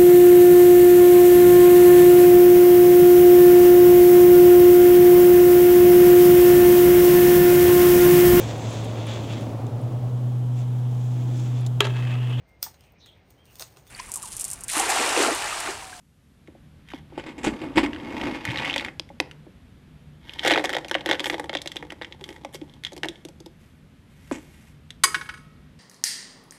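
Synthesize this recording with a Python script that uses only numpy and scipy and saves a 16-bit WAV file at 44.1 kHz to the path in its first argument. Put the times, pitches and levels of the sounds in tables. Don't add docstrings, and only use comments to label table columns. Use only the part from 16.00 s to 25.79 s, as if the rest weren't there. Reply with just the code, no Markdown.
import sys
import numpy as np
from scipy import signal
from scipy.io import wavfile
from scipy.ndimage import uniform_filter1d

SR = 44100
rng = np.random.default_rng(int(sys.argv[2]) if len(sys.argv) > 2 else 0)


def transcribe(signal):
    frames = np.atleast_2d(signal).T
    limited = np.clip(frames, -1, 1)
    pcm = np.round(limited * 32767).astype(np.int16)
    wavfile.write(sys.argv[1], SR, pcm)


N = 431738
TIME_S, HIT_S = np.arange(N) / SR, np.arange(4096) / SR

# t/s, crunch/dB, boom/dB, grit/dB, settling/s
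SCOOP_JABS = [(1.177, -31.5, -28.5, -53, 0.019), (1.264, -36, -31, -56, 0.048),
              (1.38, -35.5, -33.5, -50, 0.034), (1.431, -30, -37, -40, 0.011),
              (1.441, -16, -23, -27, 0.021), (1.47, -20, -11.5, -46, 0.0055),
              (1.616, -30, -23.5, -57, 0.028), (1.757, -22, -21.5, -41, 0.028),
              (1.772, -8, -10, -39, 0.014), (1.831, -21, -17, -44, 0.014),
              (8.319, -32.5, -29, -39.5, 0.046)]
# t/s, crunch/dB, bin drumming/dB
DIG_ENVELOPE = [(1.1, -64, -59), (1.2, -50.5, -54), (1.29, -43, -49), (1.345, -59, -51.5),
                (1.529, -47.5, -36), (1.59, -47.5, -47), (1.645, -47.5, -36.5), (1.72, -52, -42),
                (1.836, -54, -39.5), (1.964, -49, -42), (2.15, -40, -35.5), (2.24, -34.5, -32),
                (2.33, -37.5, -36), (2.41, -41.5, -47), (2.532, -37.5, -41), (2.644, -31, -47),
                (2.728, -36.5, -45), (2.892, -45.5, -42.5), (2.95, -100, -74)]
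# t/s, level/dB
RUB_ENVELOPE = [(2.463, -63), (2.486, -26.5), (2.55, -50), (2.61, -31.5), (2.635, -86)]
# t/s, crack/dB, crack/Hz, upper note/dB, edge/dB, wall/dB, boom/dB, boom/Hz
SCOOP_KNOCKS = [(0.936, -35, 2340, -59, -67, -34.5, -31.5, 257),
                (2.9967, -19, 3580, -27, -48, -34, -40.5, 300),
                (3.2013, -10.5, 2400, -20.5, -32, -18, -28, 288),
                (8.313, -32.5, 2030, -49, -48, -26.5, -20.5, 255)]
# t/s, boom/dB, wall/dB
BIN_BUMPS = [(0.481, -37, -48), (0.551, -45, -47), (1.123, -39, -42), (1.178, -28, -28),
             (2.281, -24.5, -39), (2.762, -49, -22), (3.102, -45, -34.5), (3.465, -35.5, -47)]
# t/s, clack/dB, clack/Hz, tick/dB, tick/Hz, edge/dB, wall/dB, boom/dB, boom/Hz
HEAP_HITS = [(4.449, -18, 2150, -25, 3200, -30.5, -14.5, -33, 332),
             (4.4609, -20, 1930, -26, 3050, -29, -24, -22, 330),
             (4.4743, -17.5, 1970, -18, 3400, -24, -15.5, -35, 348),
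             (4.479, -18, 2130, -18, 3660, -21.5, -31, -28, 360),
             (4.499, -16.5, 1930, -23, 3300, -33, -23, -30, 346),
             (4.509, -13.5, 2070, -16, 3430, -32, -12.5, -42, 323),
             (4.5159, -18, 1980, -16.5, 3070, -27.5, -15, -20.5, 316),
             (4.5257, -18, 2060, -21, 3040, -31.5, -25, -28, 333),
             (4.5471, -22, 1910, -22, 3240, -42, -17, -31, 316),
             (4.5634, -29, 1980, -27, 3370, -51, -24, -23, 430),
             (4.576, -17.0, 1960, -23, 3230, -39, -13.5, -26.0, 320),
             (4.5953, -24, 1870, -34, 3540, -41, -21.5, -37, 316),
             (4.6412, -23, 2020, -33, 3600, -31, -17.5, -37.5, 370),
             (4.6478, -21.5, 2000, -36, 3080, -29, -21, -31, 330),
             (4.6935, -21.5, 1780, -29, 3300, -32, -25, -44, 380),
             (4.73, -33, 1900, -28, 3180, -34.5, -28, -45, 360),
             (4.735, -21, 1900, -30.0, 3120, -38.5, -28.5, -33, 368),
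             (4.75, -26, 1820, -24.5, 3260, -38.0, -20.5, -38, 355),
             (4.7667, -20.0, 1970, -25, 3480, -35, -18, -41, 355),
             (4.7842, -31.0, 2130, -32.0, 3220, -41, -23, -42, 310),
             (4.8466, -35, 1960, -33, 3200, -45.5, -30.5, -45, 330),
             (4.9123, -19.5, 1710, -22.5, 3270, -31.0, -22, -33, 315),
             (4.9512, -16.5, 1810, -19, 3030, -40, -16.5, -32, 310),
             (5.06, -22, 1900, -25.5, 3280, -29.5, -24.5, -27.5, 316),
             (5.0905, -21, 1890, -26, 3240, -34, -17, -25.5, 316),
             (5.0974, -24, 1950, -25.5, 3360, -42, -21.5, -30, 340),
             (5.1121, -13.5, 1860, -15.5, 3410, -29.5, -16.5, -27.5, 350),
             (5.1312, -27, 2210, -22, 3510, -52, -21.5, -31.0, 313),
             (5.152, -29.5, 1880, -34, 3440, -63, -30.5, -46, 300),
             (5.203, -29.0, 2000, -23, 3460, -38, -24.5, -32, 307),
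             (5.2577, -27.5, 1870, -22.0, 3330, -30, -22.5, -41.0, 337),
             (5.2667, -24.5, 1920, -24.5, 3340, -39.0, -28, -36.0, 345),
             (5.2988, -18.5, 1910, -24.5, 3400, -33, -25.0, -28, 327),
             (5.3429, -25.5, 1940, -30, 3320, -42.5, -20.5, -32, 320),
             (5.3969, -26, 1870, -38, 3470, -35.5, -23.5, -37, 300),
             (5.4419, -35.5, 1860, -42, 3280, -45, -29, -38, 335),
             (5.4949, -28, 1980, -26.5, 3220, -44, -24, -40, 340),
             (5.5306, -30.5, 1930, -38, 3420, -46.5, -26.5, -37.5, 394),
             (5.5509, -21.5, 1940, -23, 3620, -37, -21, -31, 292),
             (5.659, -32.5, 2200, -40, 3350, -38, -30.5, -33.5, 330),
             (5.759, -39, 2060, -38, 2980, -42, -32.5, -33, 314),
             (5.8262, -32, 1890, -50, 3310, -55, -31.5, -42.5, 312),
             (5.9213, -33.5, 1950, -41, 3370, -42.5, -33, -37.0, 323),
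             (6.0139, -35, 1830, -38, 2890, -56.5, -30, -38.5, 315),
             (6.2109, -49, 2050, -44, 3350, -53, -42, -39.5, 370),
             (6.2898, -36.0, 1980, -39.5, 3210, -41.5, -37, -39, 330),
             (6.3044, -47, 1980, -41, 3290, -57.5, -46, -35, 314),
             (6.4482, -36, 2200, -39, 3460, -40.5, -25.5, -42, 300),
             (6.5456, -47.0, 2120, -45, 3650, -36.5, -32.5, -36.5, 342),
             (6.6147, -47, 2240, -44.5, 3300, -56.5, -44, -31, 312),
             (6.9208, -46.0, 2070, -46.5, 3140, -48, -38, -43, 307),
             (6.9314, -58, 1620, -46, 3770, -40, -41.5, -39, 318),
             (6.965, -44, 2200, -45, 3340, -42, -38, -36, 332),
             (6.978, -49, 2120, -44, 3190, -40, -39, -38.5, 320),
             (7.033, -21.5, 1880, -21.5, 2940, -34.5, -25, -32, 335),
             (7.0451, -25.5, 1930, -32, 2850, -42, -28, -49, 320),
             (7.055, -43, 1910, -43, 2820, -39, -26.5, -31.5, 304),
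             (7.0858, -35, 2030, -25.5, 3380, -34, -43.0, -32.5, 318),
             (7.2508, -53, 2110, -46, 3620, -39, -44.5, -32.5, 303),
             (7.2863, -58, 2260, -45, 3180, -44.5, -43, -41, 318),
             (7.4031, -68, 2140, -57, 3320, -45, -46.5, -40.5, 300),
             (7.4605, -63, 2020, -41.5, 3720, -42, -41.5, -40.0, 320)]
# t/s, length/s, level/dB
CLUMPS = [(4.427, 0.17, -25.5), (4.628, 0.14, -53), (5.068, .09, -34), (5.225, 0.13, -39)]
# t/s, clack/dB, clack/Hz, tick/dB, tick/Hz, edge/dB
SCOOP_HITS = [(0.4745, -48.5, 1980, -59, 3210, -63.0), (0.887, -45.0, 2210, -47, 3120, -54.5),
              (0.9029, -42.5, 2160, -52, 2840, -56), (0.9166, -40.5, 1650, -47, 3280, -62),
              (1.1975, -38.5, 1730, -36.0, 3030, -53.5), (1.8618, -26.0, 1890, -37, 2920, -46),
              (1.9323, -32, 1720, -31.5, 2900, -63), (1.947, -42, 1980, -39.5, 3270, -57),
              (1.9617, -34.0, 1750, -38, 2940, -57), (2.0001, -39.0, 2010, -42, 3180, -68),
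              (2.2134, -29, 2170, -28.5, 2990, -46), (2.4524, -22, 2020, -33, 2980, -31),
              (2.476, -25.0, 2170, -40, 3070, -49), (2.4876, -26, 1970, -36, 3090, -50.5),
              (2.4932, -35, 2240, -34.0, 3100, -54), (2.5016, -38, 2210, -31, 3150, -50),
              (2.5073, -31, 2140, -31.0, 3340, -46), (2.517, -27.5, 2250, -34, 2910, -44),
              (2.5585, -25.0, 2030, -28.5, 3060, -56), (2.5733, -37, 1960, -26, 3860, -47),
              (2.584, -29, 2240, -28.5, 3040, -44), (2.589, -25.5, 1960, -25, 3000, -49),
              (2.5978, -26.5, 2190, -30, 3250, -57), (2.6199, -37, 1960, -36, 2810, -60),
              (2.6327, -28, 2160, -29.5, 2820, -56), (2.6464, -22.0, 1990, -37, 2970, -48),
              (2.6504, -26, 2110, -31.0, 3110, -40), (2.6576, -30, 1900, -24.5, 2960, -51),
              (2.6694, -34, 2120, -32, 2960, -51), (2.685, -38.0, 2210, -36, 3170, -51),
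              (2.6976, -28, 2260, -20.5, 2770, -48), (2.7023, -45, 1660, -35, 2940, -46),
              (2.7091, -41, 2180, -25, 3040, -55), (2.7287, -35, 1870, -27, 3130, -46),
              (2.7401, -26.0, 2210, -21.5, 3340, -42), (2.761, -20, 2000, -26.5, 3110, -30.5),
              (2.7797, -35, 1810, -21, 3380, -33.5), (2.7895, -35, 2100, -31.5, 3400, -50),
              (2.7967, -25.5, 2100, -31, 3090, -40), (2.8092, -29.0, 2330, -32, 3460, -42.5),
              (2.8481, -23.5, 2140, -31, 3450, -39), (2.8627, -32.5, 1940, -41, 3320, -53),
              (2.8843, -27.5, 2000, -47, 3130, -61), (3.0905, -47, 2120, -56, 3470, -58),
              (3.3122, -42.0, 1720, -38, 2870, -48), (4.2946, -41, 1680, -30, 3150, -57.5),
              (4.3356, -49, 2130, -35.5, 3200, -43.5), (4.3888, -35.0, 2090, -37, 3220, -62),
              (4.3935, -32, 1940, -21, 3220, -47), (4.6552, -24, 1870, -22.0, 3430, -30),
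              (4.6731, -32, 1890, -45, 3270, -59), (4.7032, -29, 1830, -31.0, 3360, -39),
              (4.7108, -39, 1890, -45, 3170, -52.5), (4.7463, -35, 1980, -25, 3240, -44.5),
              (4.8832, -46, 2260, -37, 2830, -38), (4.896, -36.5, 2000, -47, 3610, -42),
              (4.9336, -41, 2000, -41, 2940, -51), (4.9433, -26.5, 2030, -19.5, 3060, -50),
              (4.9833, -38, 1940, -39.5, 3080, -57), (5.0082, -38.5, 2050, -32.5, 3270, -59),
              (5.081, -31, 1810, -34, 3160, -53), (5.1954, -26.0, 1970, -21.5, 3260, -36),
              (5.243, -23.5, 1820, -24.5, 3000, -31), (5.5387, -43.5, 1960, -28.5, 3450, -48),
              (5.5703, -44, 2000, -23, 3410, -47), (5.5866, -44, 1950, -35, 3410, -59.5),
              (5.6173, -48, 1970, -35, 3440, -32.5), (5.6742, -34, 2000, -25, 3390, -31.0),
              (5.7177, -35.5, 1980, -31, 3330, -39.5), (5.7671, -32, 1920, -24.5, 3340, -39),
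              (5.9039, -37, 1960, -32, 3040, -46), (6.0204, -29.5, 1910, -32.5, 3500, -55),
              (6.0322, -37.0, 1910, -43, 3480, -58), (6.0463, -34, 1950, -31.5, 3060, -59),
              (6.124, -40.0, 2080, -35, 3330, -61), (6.2406, -41, 1960, -30, 3410, -39.5),
              (6.327, -45, 2030, -48.5, 3460, -51), (6.3627, -40, 1930, -48.5, 3340, -55),
              (6.5552, -47, 2060, -38, 3300, -42), (6.6963, -76, 2000, -49.5, 3360, -66),
              (6.738, -63, 1940, -48.5, 3420, -56), (6.8369, -36, 2030, -37, 3460, -39),
              (6.8493, -35, 2060, -22.5, 3400, -36.5), (6.8666, -39, 2020, -29, 3330, -60),
              (7.1573, -54, 2040, -43.5, 3350, -72), (8.9051, -39.5, 2130, -33, 3420, -41)]
# t/s, level/dB
SLIDE_ENVELOPE = [(4.2, -90), (4.262, -64.5), (4.564, -43.5), (4.898, -54.5), (5.216, -50.5), (5.336, -41),
                  (5.602, -63), (5.833, -56.5), (6.099, -61), (6.35, -60.5), (7.1, -72.5), (7.3, -77)]
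# t/s, swell length/s, rasp/dB, sandy treble/dB
SCOOP_SKIDS = [(0.853, 0.17, -49, -66), (4.2, 0.44, -45.5, -63), (4.417, 0.097, -28.5, -50),
               (5.076, 0.074, -46, -65.5), (5.227, 0.11, -45, -45.5), (6.189, 0.21, -56, -63.5),
               (6.524, 0.053, -44, -48), (6.683, 0.12, -61, -80), (6.847, 0.044, -40.5, -73),
               (7.09, 0.16, -61, -81)]
# t/s, level/dB, treble/dB, share of long ring
BOWL_BOUNCES = [(9.0365, -7.5, -11, 0.96), (9.144, -15, -38, 1), (9.211, -27.5, -66, .7),
                (9.258, -37.5, -68, 1), (9.29, -25, -52, 1), (9.339, -35.5, -52, 1), (9.374, -42.5, -58, 1)]
# f/Hz, base hit/dB, side hit/dB
CLANG_MODES = [(1064, 1, -2.5), (1303, 4, 0.5), (1473, -0.5, 6), (1672, -0.5, 7), (1910, 3, -1),
               (2220, 4.5, -0.5), (3040, 1, -11), (3390, -0.5, -16), (3840, 2, -7), (4324, 4.5, -13),
               (4860, 8.5, -22), (5860, -8, -26), (6340, 4.5, -22), (7100, -5.5, -26), (7950, 1, -26),
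               (8400, -3, -22), (9540, 4, -19), (9550, -0.5, -26), (10030, -2.5, -29), (10500, -4, -30),
               (12370, -10, -26)]
# f/Hz, level/dB, t60/s
RING_MODES = [(1010, -28, .25), (1092, -29, 0.59), (1275, -30, .9), (1316, -36, 1.2), (1460, -41.5, .7),
              (1500, -32.5, .3), (1723, -41, 0.46), (1776, -36, .3), (1860, -34, .3), (1890, -44.5, 1.4),
              (2170, -29.5, 0.28), (2229, -36.5, 1), (2940, -45, .7), (3480, -41.5, .35), (4270, -34, .2),
              (4900, -35.5, .3), (4900, -26, 0.34), (4970, -39, .35), (5860, -40, 0.37), (6440, -32, 0.312),
              (6420, -37.5, 0.33), (6630, -36.5, .35), (6877, -32, .2), (7970, -24.5, .21),
              (8944, -23.5, 0.19), (9100, -22, .16), (8960, -19.5, 0.23), (9030, -23, .16),
              (9200, -25, .15), (9900, -23, .15), (10260, -33.5, .15), (12500, -36, .25)]
WALL_MODES = [(524, 0.5, 0.051), (786, 4, 0.028), (998, -6, 0.019)]
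SHOVE_MODES = [(306.2, 9.5, 0.12), (229.0, -9.5, 0.94), (56.3, -13, 0.38)]
# f/Hz, level/dB
CRUNCH_SPECTRUM = [(240, -22.5), (400, -7.5), (528, 3.5), (610, -9.5), (793, 4.5), (1000, -1), (1340, -6),
                   (2140, 0), (3450, -8.5), (4170, -16.5), (4760, -14.5), (5670, -22), (13000, -39.5)]
DRUM_SPECTRUM = [(20, -24.5), (48, -13.5), (100, -11.5), (180, -11), (240, 0), (305, 0.5), (380, -10),
                 (550, -15.5), (1000, -16.5), (3000, -51.5)]
SLIDE_SPECTRUM = [(180, -20), (300, 8.5), (398, 2), (521, 0.5), (650, -14), (810, 4), (1360, -14.5),
                  (1480, -19.5), (1870, -8), (2690, -13.5), (3400, -9.5), (4180, -15), (6000, -28),
                  (13000, -37)]
SCOOP_SPECTRUM = [(300, 2.5), (600, 1.5), (1000, 2), (1350, -5), (2000, -2), (2650, -4.5), (3350, -0.5),
                  (4300, -4), (5500, 3), (13000, 0.5)]
CLANG_SPECTRUM = [(300, -34.5), (620, -18.5), (900, -5), (1100, -14), (1500, -9), (2200, -6), (2650, -5),
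                  (3100, -4.5), (4000, -10.5), (5000, -11), (5800, -16), (13000, -49)]
STEEL_EDGE_SPECTRUM = [(3000, -33), (5500, -6), (6400, 0), (7400, -3), (9200, -1.5), (10500, -2.5),
                       (13000, -10.5)]
CLOTH_SPECTRUM = [(240, -47.5), (400, -20.5), (559, -19.5), (793, -3), (1090, -11), (2040, 0),
                  (4110, -11.5), (13000, -14)]
AIR_SPECTRUM = [(15, -29.5), (25, -17.5), (64, -3.5), (103, -7), (152, -6), (208, -7), (244, -8),
                (293, -15.5), (361, -20), (507, -23.5), (625, -25.5), (855, -29.5), (1690, -29.5),
                (3510, -34), (13000, -68)]
# t/s, level/dB
SLEEVE_ENVELOPE = [(7.5, -79), (7.619, -42.5), (7.78, -55), (7.92, -100), (8.102, -47.5), (8.311, -37),
                   (8.698, -40), (8.95, -94.5)]
AIR_ENVELOPE = [(0, -60), (.5, -50.5), (1.1, -47.5), (3.5, -47.5), (7.5, -49), (9.8, -47.5)]
# f/Hz, level/dB
HUM_BANDS = [(79, -61), (150, -55.5)]
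# f/Hz, t60/s
ROOM_DECAY = [(150, 0.36), (500, 0.57), (2000, 0.33), (3500, 0.23), (7000, 0.44), (13000, 0.67)]


def jabs(slips=4, gap_s=0.018, slip_s=0.011, rise_s=0.003):
    out = np.zeros(N)
    push = (1 - np.exp(-HIT_S / rise_s)) * np.exp(-HIT_S / slip_s)
    for s, crunch_db, boom_db, grit_db, settle_s in SCOOP_JABS:
        gaps_s = gap_s * rng.uniform(.7, 1.3, slips)
        for delay_s in np.cumsum(gaps_s) - gaps_s[0]:
            snaps = push * rng.standard_normal(len(HIT_S)) * (rng.random(len(HIT_S)) < 2500 / SR)
            crunch = amp(crunch_db - 2) * peaked(colour(snaps, CRUNCH_SPECTRUM))
            grit = amp(grit_db - 1) * peaked(band(snaps, 5300, 7960))
            shove = peaked(ring(SHOVE_MODES, HIT_S, detune=0.032))
            shove += 1.18 * peaked(band(burst(slip_s), 206, 390))
            slip = crunch + grit + amp(boom_db - 1) * peaked(shove)
            add(out, s - .001 + delay_s, np.exp(-delay_s / settle_s) * slip)
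    return out


def digging(stick_db=3.5):
    s, crunch_db, drum_db = np.transpose(DIG_ENVELOPE)
    stick_slip = amp(stick_db * np.clip(noise_band(7.7, 68, order=1), -2, 2))
    crunch = unit(colour(grains(per_s=1200, spread_db=-1), CRUNCH_SPECTRUM))
    snaps = np.zeros(N)
    for when, pitch, size in rng.random((480, 3)):
        snap = amp(13 * size ** 2 - 13) * ping(850 * 6 ** np.sqrt(pitch), 1)
        add(snaps, s[0] + when * (s[-1] - s[0]), snap)
    grind = (amp(-1.5) * crunch + amp(-7.5) * snaps) * stick_slip * envelope(s, crunch_db)
    drum = unit(colour(grains(per_s=980, spread_db=1), DRUM_SPECTRUM)) * envelope(s, drum_db)
    rub = noise_band(110, 190) * envelope(*np.transpose(RUB_ENVELOPE))
    return grind + amp(2) * drum + rub


def knocks(rebound_s=0.00157, rebound_db=-6):
    out = np.zeros(N)
    for s, db, hz, upper_db, edge_db, wall_db, boom_db, boom_hz in SCOOP_KNOCKS:
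        for delay_s, drop_db in (0, 0), (rebound_s, rebound_db):
            crack = amp(db) * ping(hz, 0.63) + amp(upper_db) * ping(4900, 1.6)
            add(out, s + delay_s, amp(drop_db) * crack)
        grit = amp(db - 8) * peaked(band(burst(0.0009), 1240, 3200))
        edge = amp(edge_db) * peaked(band(burst(0.004), 3800, 10400))
        side = amp(wall_db) * (wall(detune=0.017) + 1.3 * ping(875, 0.48))
        hollow = amp(boom_db) * boom(boom_hz, glide_hz=350, swell_s=0.0053)
        add(out, s, grit + edge + side + hollow)
    return out


def landings(heap_delay_s=0.00048):
    clicks, blows = np.zeros((2, N))
    for s, *contact, wall_db, boom_db, boom_hz in HEAP_HITS:
        add(clicks, s, click(*contact))
        blow = thud(boom_db, wall_db, boom_hz, hollow_db=-0.5, glide_hz=128, swell_s=0.0048)
        add(blows, s + heap_delay_s, blow)
    for clump in CLUMPS:
        for s, db in flurry(*clump):
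            pitch = np.exp(rng.uniform(-.25, .25))
            add(clicks, s, click(db, 1800 * pitch, db - 2, 3200 * pitch, db - 17))
            add(blows, s + heap_delay_s, thud(db - 9, db - 4))
    return clicks, blows


def flurry(start_s, length_s, db, count=14, spread_db=10):
    jitter, size = rng.random((count, 2)).T
    along = (np.arange(count) + jitter) / count
    arch_db = 10 * np.log10(np.sin(np.pi * along))
    return zip(start_s + length_s * along, db + spread_db * (2 * size - 1) + arch_db)


def ticks():
    out = np.zeros(N)
    for s, *contact in SCOOP_HITS:
        add(out, s, click(*contact))
    return out


def click(clack_db, clack_hz, tick_db, tick_hz, edge_db):
    out = amp(edge_db) * sized(band(burst(0.0024), 3400, 6200, order=1))
    for db, hz, cycles in (clack_db, clack_hz, 1), (tick_db, tick_hz, 1.73):
        crumbs = sized(band(burst(0.0033), hz * 0.65, hz * 1.284))
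        out += amp(db) * sized(sized(ping(hz, cycles)) + amp(-6) * crumbs)
    return out


def bumps():
    out = np.zeros(N)
    for s, boom_db, wall_db in BIN_BUMPS:
        add(out, s, thud(boom_db, wall_db))
    return out


def thud(db, wall_db, boom_hz=305, hollow_db=-5, glide_hz=260, swell_s=0.0054):
    pitch, stretch = np.exp(rng.uniform(-1, 1, 2) * [.05, .45])
    hollow = boom(boom_hz * pitch, glide_hz, swell_s * stretch)
    hollow += amp(-10) * peaked(band(burst(0.019), 207, 570))
    knock = amp(wall_db - 1) * wall(detune=0.054)
    push = amp(db - 13) * ping(170 * pitch, 0.62)
    return amp(db + hollow_db) * hollow + knock + push


def boom(hz, glide_hz, swell_s, glide_s=0.0032):
    turns = np.cumsum(hz + glide_hz * np.exp(-HIT_S / glide_s)) / SR
    return peaked(np.sin(2 * np.pi * turns) * HIT_S * np.exp(-HIT_S / swell_s))


def wall(detune):
    modes = peaked(ring(WALL_MODES, HIT_S, detune))
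    return peaked(modes + 0.44 * peaked(band(burst(0.0043), 442, 943, order=3)))


def sliding():
    rattle = unit(colour(grains(per_s=900, spread_db=9.5), SLIDE_SPECTRUM))
    return amp(4) * rattle * envelope(*np.transpose(SLIDE_ENVELOPE))


def skids(slips_per_s=900):
    out, t = np.zeros(N), TIME_S[:SR // 3]
    for s, length_s, rasp_db, sand_db in SCOOP_SKIDS:
        slips = rng.standard_normal(len(t)) * (rng.random(len(t)) < slips_per_s / SR)
        rasp = unit(band(slips, 2640, 3400) + band(slips, 1500, 2330) + .5 * band(slips, 620, 3500))
        sand = unit(band(slips, 4000, 12000, order=1))
        swell = np.sin(np.pi * np.clip(t / length_s, 0, 1))
        add(out, s, swell * (amp(rasp_db) * rasp + amp(sand_db) * sand))
    return out


def scoop_hollow(pellets, tail_db=-7, t60_s=0.25):
    drive = pellets * np.interp(TIME_S, [3.3, 4.4, 5.6, 7.5, 8.3], [0.035, 0.09, 0.37, 0.94, 0.5])
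    out, t = np.zeros(N), TIME_S[:SR // 3]
    for hz, width_hz, db in [(3280, 200, -28), (1930, 100, -38.5)]:
        note = np.cos(2 * np.pi * hz * t) * np.exp(-np.pi * width_hz * t)
        tail = band(rng.standard_normal(len(t)), hz - width_hz / 2, hz + width_hz / 2)
        tail *= amp(-60 * t / t60_s)
        response = note / np.linalg.norm(note) + amp(tail_db) * tail / np.linalg.norm(tail)
        out += amp(db) * signal.oaconvolve(drive, response)[:N]
    return out


def bowl(chatter_s=0.0071, clang_t60_s=0.04, shimmer_t60_s=0.9):
    out, t = np.zeros(N), TIME_S[:32768]
    hz, base_db, side_db = np.transpose(CLANG_MODES)[:, :, None]
    ring_hz, ring_db, ring_t60_s = np.transpose(RING_MODES)
    contact = np.exp(-np.maximum(HIT_S - chatter_s, 0) / 0.0052) + 0.18 * np.exp(-HIT_S / 0.03)
    split_hz = hz[:, :, None] * (1 + .014 * rng.uniform(-1, 1, (len(hz), 5, 1)))
    clusters = np.sin(2 * np.pi * (split_hz * t + rng.random(split_hz.shape))).sum(1)
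    clang = clusters * amp(-60 * t / clang_t60_s) * (1 - np.exp(-t / 0.0023))
    clang /= np.linalg.norm(clang, axis=1, keepdims=True)
    for index, (s, db, treble_db, ring_share) in enumerate(BOWL_BOUNCES):
        rattle, edge = rng.standard_normal((2, len(HIT_S))) * contact
        add(out, s, amp(db - 11) * peaked(colour(rattle, CLANG_SPECTRUM)))
        add(out, s, amp(treble_db - 4) * peaked(colour(edge, STEEL_EDGE_SPECTRUM)))
        spot = amp(side_db if index else base_db) * rng.choice([-1, 1], hz.shape)
        add(out, s, amp(db - 1.5) * peaked((spot * clang).sum(0)))
        soft_db = min(treble_db - db + 9, 0) * np.clip(np.log(ring_hz / 2300) / np.log(3.3), 0, 1)
        modes = np.c_[ring_hz, ring_db + soft_db, ring_t60_s]
        add(out, s, amp(db) * ring_share * ring(modes, t, detune=0))
        weak_modes = rng.standard_normal(len(t)) * amp(-60 * t / shimmer_t60_s)
        shimmer = colour(weak_modes, CLANG_SPECTRUM) + 0.15 * colour(weak_modes, STEEL_EDGE_SPECTRUM)
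        add(out, s, amp(db - 35) * peaked(shimmer))
        floor_thump = peaked(band(burst(0.033), 320, 467))
        add(out, s + 0.0076, amp(db - 27) * floor_thump)
    s, db = BOWL_BOUNCES[0][:2]
    add(out, s + 0.0019, amp(db - 9) * ping(1080, 4.5))
    return out


def sleeve():
    rustle = unit(colour(grains(per_s=1400, spread_db=0), CLOTH_SPECTRUM))
    return amp(-20.5) * rustle * envelope(*np.transpose(SLEEVE_ENVELOPE))


def room(x, near_db=-8, tail_db=-17, damp_hz=8000):
    t = TIME_S[:SR // 2]
    taps = rng.choice([-1., 1.], len(t)) * (rng.random(len(t)) < 3000 / SR)
    near = taps * (t > .002) * np.exp(-t / 0.0021)
    hz, frame_s, spectrum = signal.stft(taps * (t > .008), SR, nperseg=256)
    decay = amp(-60 * frame_s / at_hz(ROOM_DECAY, hz)[:, None])
    tail = signal.istft(spectrum * decay, SR, nperseg=256)[1][:len(t)]
    tail = band(tail, 60, damp_hz, order=1)
    echo = amp(near_db) * near / np.linalg.norm(near) + amp(tail_db) * tail / np.linalg.norm(tail)
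    return x + signal.oaconvolve(x, echo)[:N]


def air():
    noise = unit(colour(rng.standard_normal(N), AIR_SPECTRUM))
    hum = sum(amp(db) * noise_band(hz - 4, hz + 4) for hz, db in HUM_BANDS)
    gain = amp(np.interp(TIME_S, *np.transpose(AIR_ENVELOPE)))
    hiss = amp(-72.5) * noise_band(800, 16000, order=1)
    return gain * (amp(-3) * noise + hum / gain.max()) + hiss


def ping(hz, cycles):
    turns = HIT_S * hz
    return peaked(np.sin(2 * np.pi * (turns + rng.random())) * turns * np.exp(-turns / cycles))


def ring(modes, t, detune):
    hz, db, t60_s = np.transpose(modes)[:, :, None]
    hz = hz * (1 + detune * rng.standard_normal(hz.shape))
    signs = rng.choice([-1, 1], hz.shape)
    return (signs * amp(db - 60 * t / t60_s) * np.sin(2 * np.pi * hz * t)).sum(0)


def burst(decay_s):
    return rng.standard_normal(len(HIT_S)) * np.exp(-HIT_S / decay_s)


def grains(per_s, spread_db):
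    size = amp(spread_db * np.minimum(rng.exponential(1, N), 3.5))
    return size * rng.choice([-1, 1], N) * (rng.random(N) < per_s / SR)


def noise_band(lo_hz, hi_hz, order=2):
    return unit(band(rng.standard_normal(N), lo_hz, hi_hz, order))


def band(x, lo_hz, hi_hz, order=2):
    return signal.lfilter(*signal.butter(order, np.maximum([lo_hz, hi_hz], 10), "band", fs=SR), x)


def colour(x, spectrum):
    log_gain = np.log(amp(at_hz(spectrum, abs(np.fft.fftfreq(4096, 1 / SR)))))
    taps = np.fft.ifft(np.exp(np.conj(signal.hilbert(log_gain)))).real
    return signal.oaconvolve(x, taps[:2048])[:len(x)]


def at_hz(table, hz):
    table_hz, value = np.transpose(table)
    return np.interp(np.log(hz + 1), np.log(table_hz + 1), value)


def envelope(s, db):
    return amp(np.interp(TIME_S, s, db, left=-120, right=-120))


def add(mix, s, sound):
    part = mix[round(s * SR):][:len(sound)]
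    part += sound[:len(part)]


def amp(db):
    return 10 ** (np.asarray(db) / 20)


def unit(x):
    return x / np.sqrt(np.mean(x ** 2) + 1e-20)


def peaked(x):
    return x / np.sqrt(uniform_filter1d(x ** 2, size=44).max() + 1e-20)


def sized(x):
    return x / np.sqrt(np.sum(x ** 2) / (SR * .002))


def scene():
    clicks, heap = landings()
    pellets = clicks + ticks() + colour(sliding() + skids(), SCOOP_SPECTRUM)
    blows = band(heap + bumps(), 191, 12000)
    food = room(pellets + scoop_hollow(pellets) + blows + jabs() + digging() + bowl() + sleeve())
    close = room(knocks(), near_db=-12.5, tail_db=-23, damp_hz=3000)
    return (food + close + air())[None]


def record(dry):
    low_pass = signal.firwin(255, 13200, window=("kaiser", 8), fs=SR)
    return signal.oaconvolve(np.tanh(dry), low_pass[None], "same")


dry = scene()
out = record(dry)
transcribe(out)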